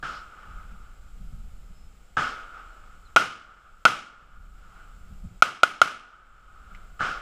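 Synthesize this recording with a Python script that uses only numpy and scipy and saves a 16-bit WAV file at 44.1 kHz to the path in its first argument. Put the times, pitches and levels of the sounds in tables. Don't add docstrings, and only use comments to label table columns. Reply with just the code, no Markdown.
import sys
import numpy as np
from scipy import signal
from scipy.fft import rfft, irfft
from scipy.io import wavfile
from scipy.ndimage import uniform_filter1d, minimum_filter1d

SR = 44100
rng = np.random.default_rng(int(sys.argv[2]) if len(sys.argv) > 2 else 0)


def output_pcm(signal):
    pcm = np.clip(np.atleast_2d(signal).T, -1, 1) * 32767
    wavfile.write(sys.argv[1], SR, np.round(pcm).astype(np.int16))


N = 317961
FFT_SIZE = 8192
HZ = np.fft.rfftfreq(FFT_SIZE, 1 / SR)

# start in seconds, length in seconds, first and last pitch in Hz, level in dB.
BIRD_NOTES = [(1.72, 0.18, 5130, 5220, -75), (2.686, .07, 4400, 3900, -76), (3.048, 0.036, 4370, 3850, -63)]
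# start, briskest moment and end in seconds, rumble in dB.
CAMERA_MOVES = [(0.399, 0.543, 1.13, -39.5), (0.95, 1.273, 2.1, -37.5), (4.1, 4.44, 4.75, -39.5),
                (4.6, 5.253, 5.27, -40.5), (6.251, 6.797, 7.4, -47.5)]
# start in seconds, level in dB.
HEAVY_STEPS = [(0.467, -36.5), (.712, -37), (1.198, -35.5), (1.319, -31), (5.099, -34.5), (5.234, -29),
               (5.3, -36.5), (6.705, -44)]
# start in seconds, front in dB, its lag in seconds, reverberation in
# relative dB, its rise in seconds, treble tilt in dB per octave, woods in dB, tree line in dB re woods.
NEIGHBOUR_SHOTS = [(0.0272, -23, 0, -12.5, 0.00072, 4, -50, 1),
                   (2.1682, -12, 0.002, -3, 0.00044, 3, -42.5, -12.5),
                   (6.990, -17.5, 0.015, -2.5, 0.029, 2.5, -42.5, -4)]
# start in seconds, blast, gas and reverberation in relative dB, aim.
NEAR_SHOTS = [(3.162, 22.5, 1.5, 12, "ahead"), (3.8526, 22, 4, 12, "ahead"),
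              (5.4225, 27.5, 6.5, 11, "left"), (5.6332, 23.5, 1.5, 6, "left"), (5.8158, 22, 4, 9.5, "left")]
BODY_SHADE = {"ahead": -2.8, "left": 0}

# delay in milliseconds, relative gain in dB.
BERM_PATHS = [(2.4, 7.5), (9.2, 4.5), (11.6, -1), (25, 4)]
GROUND_ECHOES = {"ahead": [(2.56, -2), (3.22, -2.2), (13.3, -5)], "left": [(1.75, 3.8), (3.23, 2),
                 (5.59, -8.5), (11.3, -15)]}
WALL_SLAPS = {"ahead": [(6.3, 0), (7.74, 1.4)], "left": []}

# frequency in Hz, relative level in dB.
AIR_SPECTRUM = [(30, -2.5), (150, 5), (400, 3.5), (800, 3), (1400, -6.5), (2000, 0), (3000, -7.5),
                (4500, -9), (6000, -13), (7600, -2), (8800, -15), (12000, -16.5), (15000, -24.5)]
WHINE_SPECTRUM = [(13500, -61.5), (14650, -7), (14800, 11), (14950, -10.5), (15600, -52)]
WIND_SPECTRUM = [(10, 1.5), (20, 2.5), (32, 4), (50, -3), (75, -11), (120, -21), (200, -20.5), (290, -38),
                 (600, -57)]
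THUD_SPECTRUM = [(20, -12), (45, 2), (90, -1.5), (125, -10), (190, -3), (280, -26.5), (700, -40.5),
                 (3000, -62)]
CLACK_SPECTRUM = [(300, -24), (1700, -12), (2100, 3), (2800, -12), (5000, -26), (15000, -46)]
WOODS_SPECTRUM = [(50, -7), (200, -6), (700, -1), (1400, 3.5), (2500, -6.5), (4000, -17), (8000, -27),
                  (15000, -50.5)]
LEAF_SPECTRUM = [(500, -38), (3500, -7), (4400, -2), (5400, -2.5), (6200, -16), (8000, -19.5), (12000, -35)]
BERM_SPECTRUM = [(40, -3), (160, 8.5), (400, -0.5), (1000, 6.5), (1700, 9), (2300, 0), (3300, -7),
                 (3800, -11), (6000, -17.5), (7500, -20), (10000, -37), (15000, -47)]
FAR_FRONT_SPECTRUM = [(30, -1), (150, 19), (350, -6), (700, 15), (1300, 6.5), (1700, 22.5),
                      (2300, -16), (3500, -5.5), (7000, -15), (15000, -27)]
BAY_SPECTRUM = [(40, -56), (150, -0.5), (400, -0.5), (1000, 5), (2200, 4.5), (3300, -3.5), (3800, -7),
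                (6000, -10.5), (8000, -16.5), (11000, -23), (15000, -31.5)]
GAS_SPECTRUM = [(300, -4), (1500, 2), (2600, 4), (4000, -6), (7000, -8.5), (10000, -19), (15000, -28)]
BLAST_SPECTRUM = [(30, -26), (200, -13), (500, -2.5), (1000, 1.5), (2000, -5.5), (3500, -6), (6500, -19),
                  (9000, -31), (13500, -30), (16000, -47)]

# frequency in Hz, time to fall 60 dB in seconds.
BERM_DECAY = [(100, 0.21), (500, 0.43), (1400, 0.34), (3000, 0.45), (8000, 0.41), (15000, 0.58)]
BAY_DECAY = [(100, 0.6), (500, 0.36), (1400, 0.36), (3000, 0.42), (8000, 0.4), (15000, 0.24)]
# centre in Hz, width in Hz, gain in dB for head-on blasts, gain in dB for scattered sound.
CASE_RESONANCES = [(655, 310, 4.5, 0.5), (987, 110, -1.5, -6), (1263, 226, 15, 12.5),
                   (1437.5, 173.5, 22.5, 9.5), (1893, 180, -8, -6.5), (2450, 680, 14, -1),
                   (2724, 98, -3.5, -1.5), (2975, 830, -3, 5), (4700, 310, -5, -1.5), (5150, 460, 6.5, 4)]


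def amp(db):
    return 10 ** (np.asarray(db) / 20)


def curve(points, hz):
    f, value = np.transpose(points)
    return np.interp(np.log(hz + 1), np.log(f + 1), value)


def add(mix, s, sound):
    part = mix[max(round(s * SR), 0):][:len(sound)]
    part += sound[:len(part)]


def minimum_phase(gain_db):
    log_gain = np.log(amp(np.r_[gain_db, gain_db[-2:0:-1]]))
    response = np.exp(np.conj(signal.hilbert(log_gain)))
    return irfft(response[:len(HZ)])[:len(HZ)]


def noise(spectrum, count):
    gain = amp(curve(spectrum, np.fft.rfftfreq(count, 1 / SR)))
    x = irfft(rfft(rng.standard_normal(count)) * gain, count)
    return x / x.std()


def wander(t, per_s):
    knots = rng.standard_normal(N // 10)
    return np.interp(t * per_s, np.arange(len(knots)), knots)


def delay(ms):
    return np.exp(-2j * np.pi * HZ * ms / 1000)


def reflections(pulse, echoes, dull_hz):
    paths = sum(amp(db) * delay(ms) for ms, db in echoes)
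    return irfft(rfft(pulse, FFT_SIZE) * paths / (1 + (HZ / dull_hz) ** 2))


def air_and_insects():
    return amp(-64.5) * noise(AIR_SPECTRUM, N) + amp(-86) * noise(WHINE_SPECTRUM, N)


def birds():
    out = np.zeros(N)
    for s, length, start_hz, end_hz, db in BIRD_NOTES:
        t = np.arange(int(length * SR)) / SR
        hz = np.geomspace(start_hz, end_hz, len(t)) * (1 + 0.0079 * wander(t, 150))
        tone = np.sin(2 * np.pi * np.cumsum(hz) / SR)
        add(out, s, amp(db) * tone * signal.windows.tukey(len(t), 0.5))
    return out


def breeze():
    t = np.arange(N) / SR
    airflow = amp(-47.5 + 2 * wander(t, per_s=1.7))
    for start, briskest, end, db in CAMERA_MOVES:
        pace = np.interp(t, [start, briskest, end], [0, 1, 0])
        airflow = np.hypot(airflow, amp(db) * pace)
    return noise(WIND_SPECTRUM, N) * airflow


def burst(spectrum, count, rise_s, fade_s):
    t = np.arange(count) / SR
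    return noise(spectrum, count) * (1 - np.exp(-t / rise_s)) * np.exp(-t / fade_s)


def thud(db):
    return amp(db) * burst(THUD_SPECTRUM, SR // 3, rise_s=0.019, fade_s=0.028)


def jostling(jiggles_per_s=9.6):
    out = np.zeros(N)
    for s, db in HEAVY_STEPS:
        add(out, s, thud(db))
    for start, briskest, end, rumble_db in CAMERA_MOVES:
        for beat in np.arange(start, end, 1 / jiggles_per_s):
            late, softness = rng.random(2)
            s = beat + late / jiggles_per_s
            pace = np.interp(s, [start, briskest, end], [0, 1, 0])
            add(out, s, np.sqrt(pace) * thud(rumble_db - 6 - 4.5 * softness))
    return out


def gear_clack():
    out = np.zeros(N)
    add(out, 6.748, amp(-43) * burst(CLACK_SPECTRUM, SR // 10, rise_s=0.001, fade_s=0.007))
    return out


def woods(answer_db, answer_s, roll_t60):
    t = np.arange(SR * 5 // 2) / SR
    roll = (1 - np.exp(-t / 0.091)) * amp(-60 * t / roll_t60)
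    late = np.maximum(t - answer_s, 0)
    answer = amp(answer_db) * (1 - np.exp(-late / 0.12)) * amp(-60 * late / 1.98)
    flutter = amp(1.3 * wander(t, 22))
    return noise(WOODS_SPECTRUM, len(t)) * np.hypot(roll, answer) * flutter


def leaf_echo(lag_s=0.12, spread_s=0.045):
    t = np.arange(SR // 2) / SR
    swell = np.exp(-((t - lag_s) / spread_s) ** 2 / 2)
    return amp(-55) * noise(LEAF_SPECTRUM, len(t)) * swell


def reverberation(spectrum, t60, rise_s, hold_s, treble_lag_s, tilt_db, flutter_db):
    hz, frame_s, bands = signal.stft(rng.standard_normal(SR), SR, nperseg=256)
    hz = hz[:, None]
    treble_octaves = np.log2(np.maximum(hz / 1500, 1))
    dying_s = np.hypot(frame_s, hold_s) - hold_s
    bands *= amp(curve(spectrum, hz) + tilt_db * treble_octaves - 60 * dying_s / curve(t60, hz))
    bands *= 1 - np.exp(-(frame_s + 0.011) / (treble_lag_s * treble_octaves + 1e-6))
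    tail = signal.istft(bands, SR, nperseg=256)[1][:SR]
    t = np.arange(SR) / SR
    return amp(-19) * tail * (1 - np.exp(-t / rise_s)) * amp(flutter_db * wander(t, 160))


def neighbour_shots():
    out = np.zeros(N)
    front = -minimum_phase(curve(FAR_FRONT_SPECTRUM, HZ))
    arrivals = reflections(front, BERM_PATHS, dull_hz=6000)
    add(arrivals, 0, front)
    for s, db, lag_s, berms_db, rise_s, tilt_db, woods_db, answer_db in NEIGHBOUR_SHOTS:
        add(out, s + lag_s, amp(db) * arrivals)
        berms = reverberation(BERM_SPECTRUM, BERM_DECAY, rise_s, hold_s=0.11,
                              treble_lag_s=0.007, tilt_db=tilt_db, flutter_db=-0.1)
        add(out, s, amp(berms_db - 5) * berms)
        add(out, s, leaf_echo())
        add(out, s, amp(woods_db) * woods(answer_db, answer_s=0.25, roll_t60=2.06))
    return out


def blast_aftermath():
    out = np.zeros(N)
    for s, _, gas_db, bay_db, _ in NEAR_SHOTS:
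        add(out, s, amp(gas_db) * burst(GAS_SPECTRUM, len(HZ), rise_s=0.0002, fade_s=0.0044))
        bay = reverberation(BAY_SPECTRUM, BAY_DECAY, rise_s=0.003, hold_s=0.01,
                            treble_lag_s=0.0014, tilt_db=1, flutter_db=1)
        add(out, s, amp(bay_db) * bay)
        add(out, s, amp(-34.5) * woods(answer_db=-20, answer_s=0.68, roll_t60=1.24))
    return out


def muzzle_blasts():
    out = np.zeros(N)
    front = -minimum_phase(curve(BLAST_SPECTRUM, HZ))
    double_front = irfft(rfft(front, FFT_SIZE) * (1 + amp(8) * delay(ms=0.3)))
    for s, db, _, _, aim in NEAR_SHOTS:
        direct = amp(BODY_SHADE[aim]) * double_front
        ground = reflections(front, GROUND_ECHOES[aim], dull_hz=2010)
        walls = amp(2) * reflections(front, WALL_SLAPS[aim], dull_hz=9000)
        add(out, s, amp(db) * (direct + ground + walls))
    return out


def camera_case(x, head_on):
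    gain_db = sum((front_db if head_on else scattered_db) / (1 + (2 * (HZ - hz) / width) ** 2)
                  for hz, width, front_db, scattered_db in CASE_RESONANCES)
    return signal.oaconvolve(x, minimum_phase(gain_db))[:N]


def scene():
    scattered = blast_aftermath() + neighbour_shots() + gear_clack()
    scattered += air_and_insects() + birds() + breeze() + jostling()
    return (camera_case(muzzle_blasts(), head_on=True) + camera_case(scattered, head_on=False))[None]


def record(dry):
    threshold_db, recovery_db_per_s, cutoff_hz = -8, 18, 15200
    x = dry[0]
    level_db = 20 * np.log10(abs(x) + 1e-9)
    cut_db = 0.65 * np.maximum(level_db - threshold_db, 0)
    ahead_db = -minimum_filter1d(-cut_db, size=700)
    recovery_db = recovery_db_per_s * np.arange(N) / SR
    duck_db = np.maximum.accumulate(ahead_db + recovery_db) - recovery_db
    ducked = x * amp(-uniform_filter1d(duck_db, size=200))
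    clipped = ducked / (1 + ducked ** 8) ** (1 / 8)
    lowpass = signal.firwin(255, cutoff_hz, window=("kaiser", 8), fs=SR)
    return signal.oaconvolve(clipped, lowpass, "same")[None]


dry = scene()
out = record(dry)
output_pcm(out)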